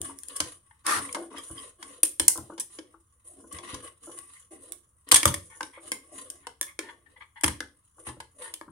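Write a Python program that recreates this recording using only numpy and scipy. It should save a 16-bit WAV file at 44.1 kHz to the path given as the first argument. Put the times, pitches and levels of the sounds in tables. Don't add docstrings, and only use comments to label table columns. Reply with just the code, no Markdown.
import sys
import numpy as np
from scipy import signal
from scipy.fft import rfft, irfft, next_fast_len
from scipy.io import wavfile

SR = 44100
rng = np.random.default_rng(int(sys.argv[2]) if len(sys.argv) > 2 else 0)


def persist_wave(psi):
    counts = np.round(np.clip(psi, -1, 1) * 32767).astype(np.int16)
    wavfile.write(sys.argv[1], SR, np.atleast_2d(counts).T)


N = 384111
TAPS = 8192
HZ = np.fft.rfftfreq(TAPS, 1 / SR)
CUTOFF_HZ = 16200

# [start t/s, length t/s, hollow level/dB, rasp level/dB, hiss level/dB]
STROKES = [(0, 0.13, -50, -49.5, -43.5), (0.151, 0.42, -67, -63.5, -48), (0.271, 0.25, -56.5, -52.5, -55),
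           (0.617, 0.24, -94, -75, -76.5), (0.929, 0.2, -51.5, -49, -42.5), (1.127, 0.149, -48, -60, -51),
           (1.297, 0.106, -50, -50.5, -54.5), (1.386, 0.18, -65, -61.5, -45),
           (1.539, 0.15, -51.5, -51.5, -43.5), (1.776, 0.21, -57, -55, -50), (2.303, 0.26, -58, -67, -58),
           (2.693, 0.11, -66, -60.5, -48.5), (2.798, 0.17, -71, -72, -90),
           (3.24, 0.093, -66.5, -68.5, -49.5), (3.283, 0.5, -55, -73.5, -59.5),
           (3.507, 0.095, -57.5, -50, -51), (3.619, 0.19, -51.5, -48, -49),
           (3.821, 0.062, -51.5, -50, -43.5), (4.008, 0.23, -59, -59.5, -48.5),
           (4.13, 0.11, -79, -58, -49.5), (4.222, 0.21, -80, -61.5, -52), (4.504, 0.068, -53.5, -55.5, -49),
           (4.583, 0.18, -59, -66, -55), (5.063, 0.061, -51, -54, -61.5), (5.326, 0.45, -67.5, -72, -55),
           (5.791, 0.18, -53.5, -59.5, -50.5), (5.99, 0.44, -62.5, -63, -56), (6.11, 0.11, -55.5, -56, -45),
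           (6.776, 0.17, -57.5, -63, -61.5), (6.927, 0.35, -71, -74.5, -86), (7.958, 0.1, -61, -69.5, -56),
           (8.046, 0.071, -56.5, -49.5, -44.5), (8.334, 0.22, -61, -71.5, -57),
           (8.377, 0.12, -55, -50.5, -45.5)]
# [hollow level/dB, rasp level/dB, hiss level/dB]
GRIP_LEVELS = (-88, -84, -71)
# [f/Hz, width f/Hz, relative level/dB]
RUB_MODES = [(311, 26, 8), (508, 69, -4.5), (1100, 190, 0), (1505, 350, -5.5), (1990, 300, -6),
             (3190, 650, -7), (7300, 1400, -8), (9400, 810, 6), (11200, 4400, -20.5)]
# [f/Hz, relative level/dB]
RUB_TREBLE = [(10000, 1.5), (12000, -4.5), (16000, -13)]
# [from f/Hz, to f/Hz]
RUB_BANDS = [(190, 680), (900, 5200), (5500, 16500)]
# [f/Hz, width f/Hz, relative level/dB]
FACING_MODE = [(1100, 260, -6.5)]
STROKE_ATTACK_SHARE, STROKE_RELEASE_S = 0.14, 0.019
ARCH_DB = 7.5
PRESSURE_DB, PRESSURE_PER_S = 3, 63
RUB_PAN_DB = 0

# [f/Hz, relative level/dB]
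BACKGROUND = [(30, 4.5), (80, 20), (180, 2), (320, -10.5), (700, -20.5), (1100, 1), (2500, -24.5),
              (5000, -29.5), (9300, -18.5), (13000, -18)]
BACKGROUND_DB = -69

# [t/s, level/dB]
THUDS = [(.005, -47), (0.407, -44.5), (0.96, -45), (1.502, -47.5), (2.199, -42), (2.378, -45), (3.528, -49),
         (3.732, -43.5), (5.129, -39.5), (5.258, -27), (7.445, -34), (7.483, -38.5), (8.071, -45),
         (8.169, -54.5), (8.678, -53)]
# [f/Hz, width f/Hz, relative level/dB]
TABLE_MODES = [(68, 45, 0.5), (91, 6.1, 4), (118, 9.3, 3), (297, 39, -5), (336, 35, -5.5)]

# [t/s, hollow knock level/dB, struck part f/Hz, crack level/dB, bright tick level/dB, contact t/s]
SNAPS = [(0.4026, -31, 1510, -26, -27, 0.0044), (0.8654, -34, 1060, -33, -26.5, 0.0037),
         (1.1466, -30.5, 1160, -38, -37, 0.0097), (1.382, -41, 940, -52, -42.5, 0.01),
         (1.827, -43.5, 1410, -44.5, -47, 0.0047), (2.0321, -35, 2760, -32.5, -13, 0.0031),
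         (2.1969, -32.5, 1600, -26.5, -19.5, 0.0043), (2.2806, -37.5, 1280, -27, -8.5, 0.0037),
         (2.579, -44, 314, -47, -50, 0.011), (2.787, -39, 312, -45, -59, 0.0064),
         (3.586, -44.5, 1116, -45, -53.5, 0.0036), (3.743, -43.5, 1114, -41, -43, 0.0066),
         (5.114, -25, 2160, -29.5, -21.5, 0.003), (5.118, -35, 2160, -14.5, -11, 0.00097),
         (5.1229, -19.5, 1090, -25, -16, 0.0037), (5.1432, -27, 1560, -18.5, -11, 0.007),
         (5.1584, -27, 1910, -19, -13.5, 0.012), (5.231, -29.5, 1980, -30, -26, 0.0027),
         (5.2553, -17, 1330, -24, -15, 0.0018), (5.2761, -32.5, 1110, -29, -29, 0.013),
         (5.341, -34, 1920, -36.5, -28, 0.0059), (5.607, -30, 1450, -44, -46, 0.006),
         (5.63, -43.5, 520, -39, -45, 0.0033), (5.918, -32.5, 2030, -34.5, -28, 0.0017),
         (6.469, -37.5, 1180, -43.5, -44.5, 0.0049), (6.6123, -35.5, 1710, -34.5, -25, 0.00057),
         (6.7904, -32.5, 2005, -35.5, -37.5, 0.003), (7.4351, -23, 2050, -33, -21.5, 0.008),
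         (7.4425, -23.5, 2050, -25, -24.5, 0.0025), (7.479, -30, 1890, -33.5, -29, 0.0051),
         (7.6046, -32, 1573, -38.5, -41.5, 0.0027), (8.087, -39.5, 1133, -50, -52, 0.012),
         (8.202, -40.5, 1400, -45.5, -46.5, 0.0078), (8.5388, -49.5, 2970, -41.5, -35, 0.0031),
         (8.612, -40, 980, -58, -57, 0.0014)]
# [t/s, bright tick level/dB, contact t/s, left minus right level/dB before the microphones]
TICKS = [(0.016, -32.5, 0.00099, 3), (.188, -44.5, 0.0004, -9), (.234, -44, 0.0021, 13),
         (0.2845, -42, 0.0022, 13), (0.362, -30.5, 0.011, 2.5), (1.127, -34.5, 0.0022, 1),
         (2.052, -30.5, 0.0084, -7), (2.376, -37, 0.0013, 4), (2.598, -26, 0.0154, 0.5),
         (3.525, -39, 0.01, 1), (4.188, -41.5, 0.0021, 9), (4.721, -36, 0.0025, -8.5),
         (5.089, -42.5, 0.0015, 5.5), (6.301, -35, 0.0031, 1), (7.411, -44, 0.0019, 8),
         (7.462, -28, 0.00112, 0)]
# [f/Hz, width f/Hz, relative level/dB]
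SHELL_MODES = [(303, 60, 1.5), (370, 440, -11.5), (526, 60, -2), (1020, 230, 0), (1600, 69, -3.5),
               (1760, 170, -6), (2142, 240, -6.5), (3226, 580, -6), (5170, 3400, -9.5), (7700, 1700, -7.5),
               (9324, 1200, 4.5), (11200, 4400, -20)]
# [f/Hz, relative level/dB]
CLICK_TREBLE = [(10000, 4.5), (16000, 2.5)]
# [from f/Hz, to f/Hz]
CLICK_BANDS = [(180, 2450), (2450, 6500), (6500, 16500)]
TICK_KNOCK_DB, TICK_CRACK_DB, TICK_PART_HZ = -26.5, -15, 1690
CHATTER_DB, CHATTER_S = -28.5, 0.021
SHARP_DB, PLAIN_CONTACT_S = 1.5, 0.01

# [t/s, level/dB, struck part f/Hz]
KNOCKS = [(0.094, -45.5, 960), (.405, -41.5, 320), (1.163, -35.5, 424), (1.216, -44.5, 380),
          (1.235, -45, 450), (1.311, -52.5, 1090), (1.341, -44.5, 890), (1.498, -48, 570),
          (2.198, -39.5, 340), (2.355, -42.5, 1190), (2.378, -41.5, 960), (2.498, -43, 340),
          (2.518, -42.5, 340), (2.939, -53, 1170), (3.398, -59.5, 350), (3.44, -54, 350),
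          (4.071, -43.5, 340), (4.092, -45.5, 393), (5.774, -47, 980), (7.979, -55.5, 1140),
          (8.066, -45, 1120), (8.167, -57, 535), (8.679, -51.5, 1090)]
# [f/Hz, width f/Hz, relative level/dB]
KNOCK_MODES = [(333.4, 8.9, 4), (555, 50, -5.5), (1023, 220, -9), (1460, 180, -9.5)]
KNOCK_TOP_HZ, KNOCK_CONTACT_S = 1550, 0.0052

# [start t/s, length t/s, level/dB]
CREAKS = [(0.706, 0.011, -55), (1.087, 0.0086, -39.5), (5.495, 0.074, -54.5), (5.728, 0.07, -52),
          (6.82, 0.075, -52.5), (6.884, 0.028, -42.5), (6.424, 0.045, -60), (6.665, 0.056, -52),
          (7.057, 0.022, -58.5), (7.158, 0.028, -54.5), (7.203, 0.037, -45), (7.356, 0.04, -47),
          (7.404, 0.023, -50), (8.407, 0.097, -48)]
# [f/Hz, width f/Hz, relative level/dB]
HINGE_MODES = [(990, 80, 8.5), (1600, 82, 4.5), (1990, 270, 2.5), (3160, 450, -8.5), (4130, 360, -20.5)]
CREAK_ATTACK_S, CREAK_RELEASE_S = 0.0067, 0.0049

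# [f/Hz, width f/Hz, relative level/dB]
JOINT_MODES = [(333, 41, -3.5), (1108, 130, 4.5), (1520, 230, -0.5), (1740, 250, -10.5),
               (3880, 7100, -15.5), (9630, 720, -5)]
SCRAPE_START_S, SCRAPE_LENGTH_S, SCRAPE_DB = 0.8365, 0.16, -25
SCRAPE_ATTACK_S, SCRAPE_ARCH_DB, SCRAPE_RELEASE_S = 0.057, 10.5, 0.003

# [start t/s, length t/s, level/dB, f/Hz]
SQUEAKS = [(1.368, 0.038, -44, 3250), (1.573, 0.029, -44.5, 3180), (4.347, 0.037, -57.5, 1990)]
SQUEAK_WIDTH_HZ, SQUEAK_OVERTONE, SQUEAK_OVERTONE_DB = 160, 1.55, -11.5

# [f/Hz, t/s]
ROOM_T60 = [(300, 0.37), (1000, 0.21), (3000, 0.28), (12000, 0.24)]
# [f/Hz, level/dB]
ROOM_LEVEL = [(250, -3), (1000, -6), (3000, -7.5), (9000, -8)]
# [f/Hz, likeness 0-1]
LIKENESS = [(120, .96), (400, .85), (800, .45), (1500, .1)]
# [f/Hz, level/dB]
BALANCE = [(150, 0), (300, 2), (600, -1), (1100, 5), (2000, 1.5), (4000, -.5), (9000, .5)]
GRIP_SHIFT = 0.1


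def amp(db):
    return 10 ** (np.asarray(db) / 20)


def unit(x):
    return x / np.sqrt(np.mean(x ** 2) + 1e-20)


def read(points, hz):
    f, value = np.transpose(points)
    return np.interp(np.log(hz + 1), np.log(f + 1), value)


def add(mix, s, sound):
    part = mix[:, max(round(s * SR), 0):][:, :sound.shape[1]]
    part += sound[:, :part.shape[1]]


def pan(db):
    return amp(np.array([[db], [-db]]) / 2)


def causal(gain):
    mirrored = np.r_[gain, gain[-2:0:-1]]
    log_gain = np.log(np.maximum(mirrored, 1e-5))
    spectrum = np.exp(np.conj(signal.hilbert(log_gain)))
    return np.fft.ifft(spectrum).real[:TAPS // 2]


def ring(x, response):
    convolve = signal.oaconvolve if x.shape[1] > SR else signal.fftconvolve
    return convolve(x, np.atleast_2d(response), axes=1)[:, :x.shape[1]]


def body(modes, skirt=1.04):
    power = 0
    for f, width, db in modes:
        detune = (HZ ** 2 - f * f) / (HZ * width + 1)
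        power = power + amp(db) ** 2 / (1 + detune ** 2) ** skirt
    return np.sqrt(power)


def registers(modes, treble, bands, skirt=1.5):
    gain = body(modes, skirt) * amp(read(treble, HZ))
    return [gain / np.sqrt((1 + (lo / (HZ + 1)) ** 12) * (1 + (HZ / hi) ** 16)) for lo, hi in bands]


def spot(depth_db):
    ripple = np.convolve(rng.standard_normal(len(HZ)), np.hanning(40), "same")
    return amp(depth_db * unit(ripple))


def regrip(gain, amount):
    shift = GRIP_SHIFT * amount / (1 + (HZ / 4000) ** 2)
    return np.interp(HZ * (1 - shift), HZ, gain)


def wander(drive, gain, spot_db=6.5, count=3):
    speed = np.repeat(rng.uniform(.5, 1.5, N // TAPS + 1), TAPS)[:drive.shape[1]]
    place = np.cumsum(speed) * 10 / SR
    out = np.zeros(drive.shape)
    for k in range(count):
        share = np.sin(np.pi / 2 * np.minimum((place - k) % count, 2))
        grip = 2 * k / (count - 1) - 1
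        out += share * unit(ring(drive, causal(regrip(gain, grip) * spot(spot_db))))
    return out


def slips(per_s, spread_db, smooth):
    happens = rng.random(N) < per_s / SR
    sizes = amp(spread_db * np.minimum(rng.exponential(1, N), 3)) * happens
    power = signal.lfilter([1], [1, -np.exp(-1 / (0.0065 * SR))], sizes ** 2)
    strength = np.sqrt(power / power.mean() + smooth ** 2)
    return unit(strength * rng.standard_normal((2, N)))


def push(start, length, attack_s, arch_db, release_s):
    t = np.arange(0, length + 8 * release_s, 1 / SR)
    attack = np.sin(np.pi / 2 * np.minimum(t / attack_s, 1)) ** 2
    arch = amp(-arch_db * (2 * np.minimum(t / length, 1) - 1) ** 2)
    release = np.exp(-np.maximum(t - length, 0) / release_s)
    out = np.zeros((1, N))
    add(out, start, (attack * arch * release)[None])
    return out[0]


def blow(sound):
    return sound * np.sqrt(.01 * SR) / np.linalg.norm(sound, axis=-1, keepdims=True)


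def pressure():
    steps = np.arange(N) * PRESSURE_PER_S / SR
    levels = np.clip(rng.standard_normal(TAPS), -2, 2)
    return unit(amp(PRESSURE_DB * np.interp(steps, np.arange(TAPS), levels)))


def rubbing():
    power = amp(GRIP_LEVELS)[:, None] ** 2 * np.ones(N)
    for start, length, *levels in STROKES:
        stroke = push(start, length, STROKE_ATTACK_SHARE * length, ARCH_DB, STROKE_RELEASE_S)
        power += amp(levels)[:, None] ** 2 * stroke ** 2
    coarse, fine = slips(130, 1.5, 0.22), slips(220, 8.2, 0.78)
    drives = coarse * pressure(), fine * pressure(), fine
    gains = registers(RUB_MODES, RUB_TREBLE, RUB_BANDS, 1.154)
    layers = zip(np.sqrt(power), drives, gains)
    return pan(RUB_PAN_DB) * sum(strength * wander(drive, gain) for strength, drive, gain in layers)


def facing(x):
    gain = 1 + body(FACING_MODE)
    return ring(x, np.array([causal(gain), causal(1 / gain)]))


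def background():
    colour = causal(amp(read(BACKGROUND, HZ)))
    return amp(BACKGROUND_DB) * unit(ring(rng.standard_normal((2, N)), colour))


def thuds():
    out, t = np.zeros((2, N)), np.arange(TAPS) / SR
    wood = causal(body(TABLE_MODES) / (1 + (HZ / 600) ** 4) / (1 + (52 / (HZ + 1)) ** 6))
    wood *= np.cos(np.linspace(0, np.pi / 2, len(wood)))
    settling = np.exp(-t / .018)
    for s, db in THUDS:
        force = settling * rng.standard_normal((2, TAPS))
        sound = signal.fftconvolve(force, wood[None], axes=1)
        add(out, s, amp(db) * sound / sound[:, :SR // 30].std(axis=1, keepdims=True))
    return out


def contacts():
    ticks = [(s, db + TICK_KNOCK_DB, TICK_PART_HZ, db + TICK_CRACK_DB, db, length, side_db)
             for s, db, length, side_db in TICKS]
    return [(*row, 0) for row in SNAPS] + ticks


def clicks(part_db=5, part_width_hz=340, spot_db=2.5):
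    out, t = np.zeros((2, N)), np.arange(TAPS // 2) / SR
    gains = registers(SHELL_MODES, CLICK_TREBLE, CLICK_BANDS)
    top = np.clip((HZ - 9500) / 4500, 0, 1)
    for s, knock_db, hz, crack_db, tick_db, length, side_db in contacts():
        rattle = np.repeat(rng.exponential(1, len(t) // 64), 64)
        chatter = amp(CHATTER_DB) * rattle * np.exp(-t / CHATTER_S)
        contact = np.exp(-(t / max(length, .0005)) ** 2)
        burst = (contact + chatter) * rng.standard_normal((2, len(t)))
        grip = rng.uniform(-1, 1)
        part = spot(spot_db) * (0.5 + body([(hz, part_width_hz, part_db)]))
        part *= amp(SHARP_DB * np.log2(PLAIN_CONTACT_S / length) * top)
        for db, gain in zip((knock_db, crack_db, tick_db), gains):
            sound = ring(burst, causal(regrip(gain, grip) * part))
            add(out, s, amp(db) * pan(side_db) * blow(sound))
    return out


def knocks(part_db=4, part_width_hz=320, spot_db=2, side_db=4):
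    out, gain = np.zeros((2, N)), body(KNOCK_MODES) / (1 + (HZ / KNOCK_TOP_HZ) ** 10)
    age = np.arange(TAPS // 2) / SR / KNOCK_CONTACT_S
    for s, db, hz in KNOCKS:
        force = np.sqrt(age) * np.exp(-age) * rng.standard_normal((1, len(age)))
        part = spot(spot_db) * (0.5 + body([(hz, part_width_hz, part_db)]))
        sound = ring(force, causal(gain * part))
        add(out, s, amp(db) * pan(side_db) * blow(sound))
    return out


def creaks(spot_db=4):
    strength = sum(amp(db) * push(s, length, CREAK_ATTACK_S, ARCH_DB, CREAK_RELEASE_S)
                   for s, length, db in CREAKS)
    return strength * wander(slips(400, 1.4, 0.6), body(HINGE_MODES, 1.72), spot_db)


def scrape(spot_db=2):
    turn = push(SCRAPE_START_S, SCRAPE_LENGTH_S, SCRAPE_ATTACK_S, SCRAPE_ARCH_DB, SCRAPE_RELEASE_S)
    judder = slips(520, 2.5, .55)
    gain = body(JOINT_MODES) * amp(read(RUB_TREBLE, HZ))
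    return amp(SCRAPE_DB) * turn * wander(judder, gain, spot_db)


def squeaks():
    out, drive = np.zeros((2, N)), slips(450, 2.1, 0.69)
    for s, length, db, hz in SQUEAKS:
        span = slice(round(s * SR), round(s * SR) + TAPS)
        strength = push(s, length, CREAK_ATTACK_S, ARCH_DB, CREAK_RELEASE_S)[span]
        overtone = (hz * SQUEAK_OVERTONE, SQUEAK_WIDTH_HZ, SQUEAK_OVERTONE_DB)
        part = causal(body([(hz, SQUEAK_WIDTH_HZ, 0), overtone], 1.5))
        add(out, s, amp(db) * strength * unit(ring(drive[:, span], part)))
    return out


def room(first_s=0.0035):
    size = SR * 2 // 3
    taps = rng.choice([-1., 1.], (2, size)) * (rng.random((2, size)) < 5000 / SR)
    taps[:, :round(first_s * SR)] = 0
    hz, t, z = signal.stft(unit(taps), SR, nperseg=256)
    t60 = read(ROOM_T60, hz)[:, None]
    fade = amp(read(ROOM_LEVEL, hz)[:, None] - 60 * t / t60)
    z *= fade * np.sqrt(2 * np.log(1000) / (t60 * SR))
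    return signal.istft(z, SR, nperseg=256)[1]


def microphones(x):
    size = next_fast_len(N + TAPS)
    hz, (a, b) = np.fft.rfftfreq(size, 1 / SR), rfft(x, size)
    same, side = np.clip(read(LIKENESS, hz), 0, 1), amp(read(BALANCE, hz) / 2)
    left = a * side
    right = (same * a + np.sqrt(1 - same ** 2) * b) / side
    even_power = np.sqrt(2 / (side ** 2 + side ** -2))
    return irfft(np.array([left, right]) * even_power, size)[:, :N]


def scene():
    direct = facing(rubbing() + creaks()) + thuds() + clicks() + knocks() + scrape() + squeaks()
    return microphones(direct + ring(direct, room()) + background())


def record(dry):
    limited = dry / (1 + dry ** 4) ** .25
    lowpass = signal.firwin(401, CUTOFF_HZ, window=("kaiser", 8), fs=SR)
    return signal.oaconvolve(limited, lowpass[None], "same", axes=1)


dry = scene()
out = record(dry)
persist_wave(out)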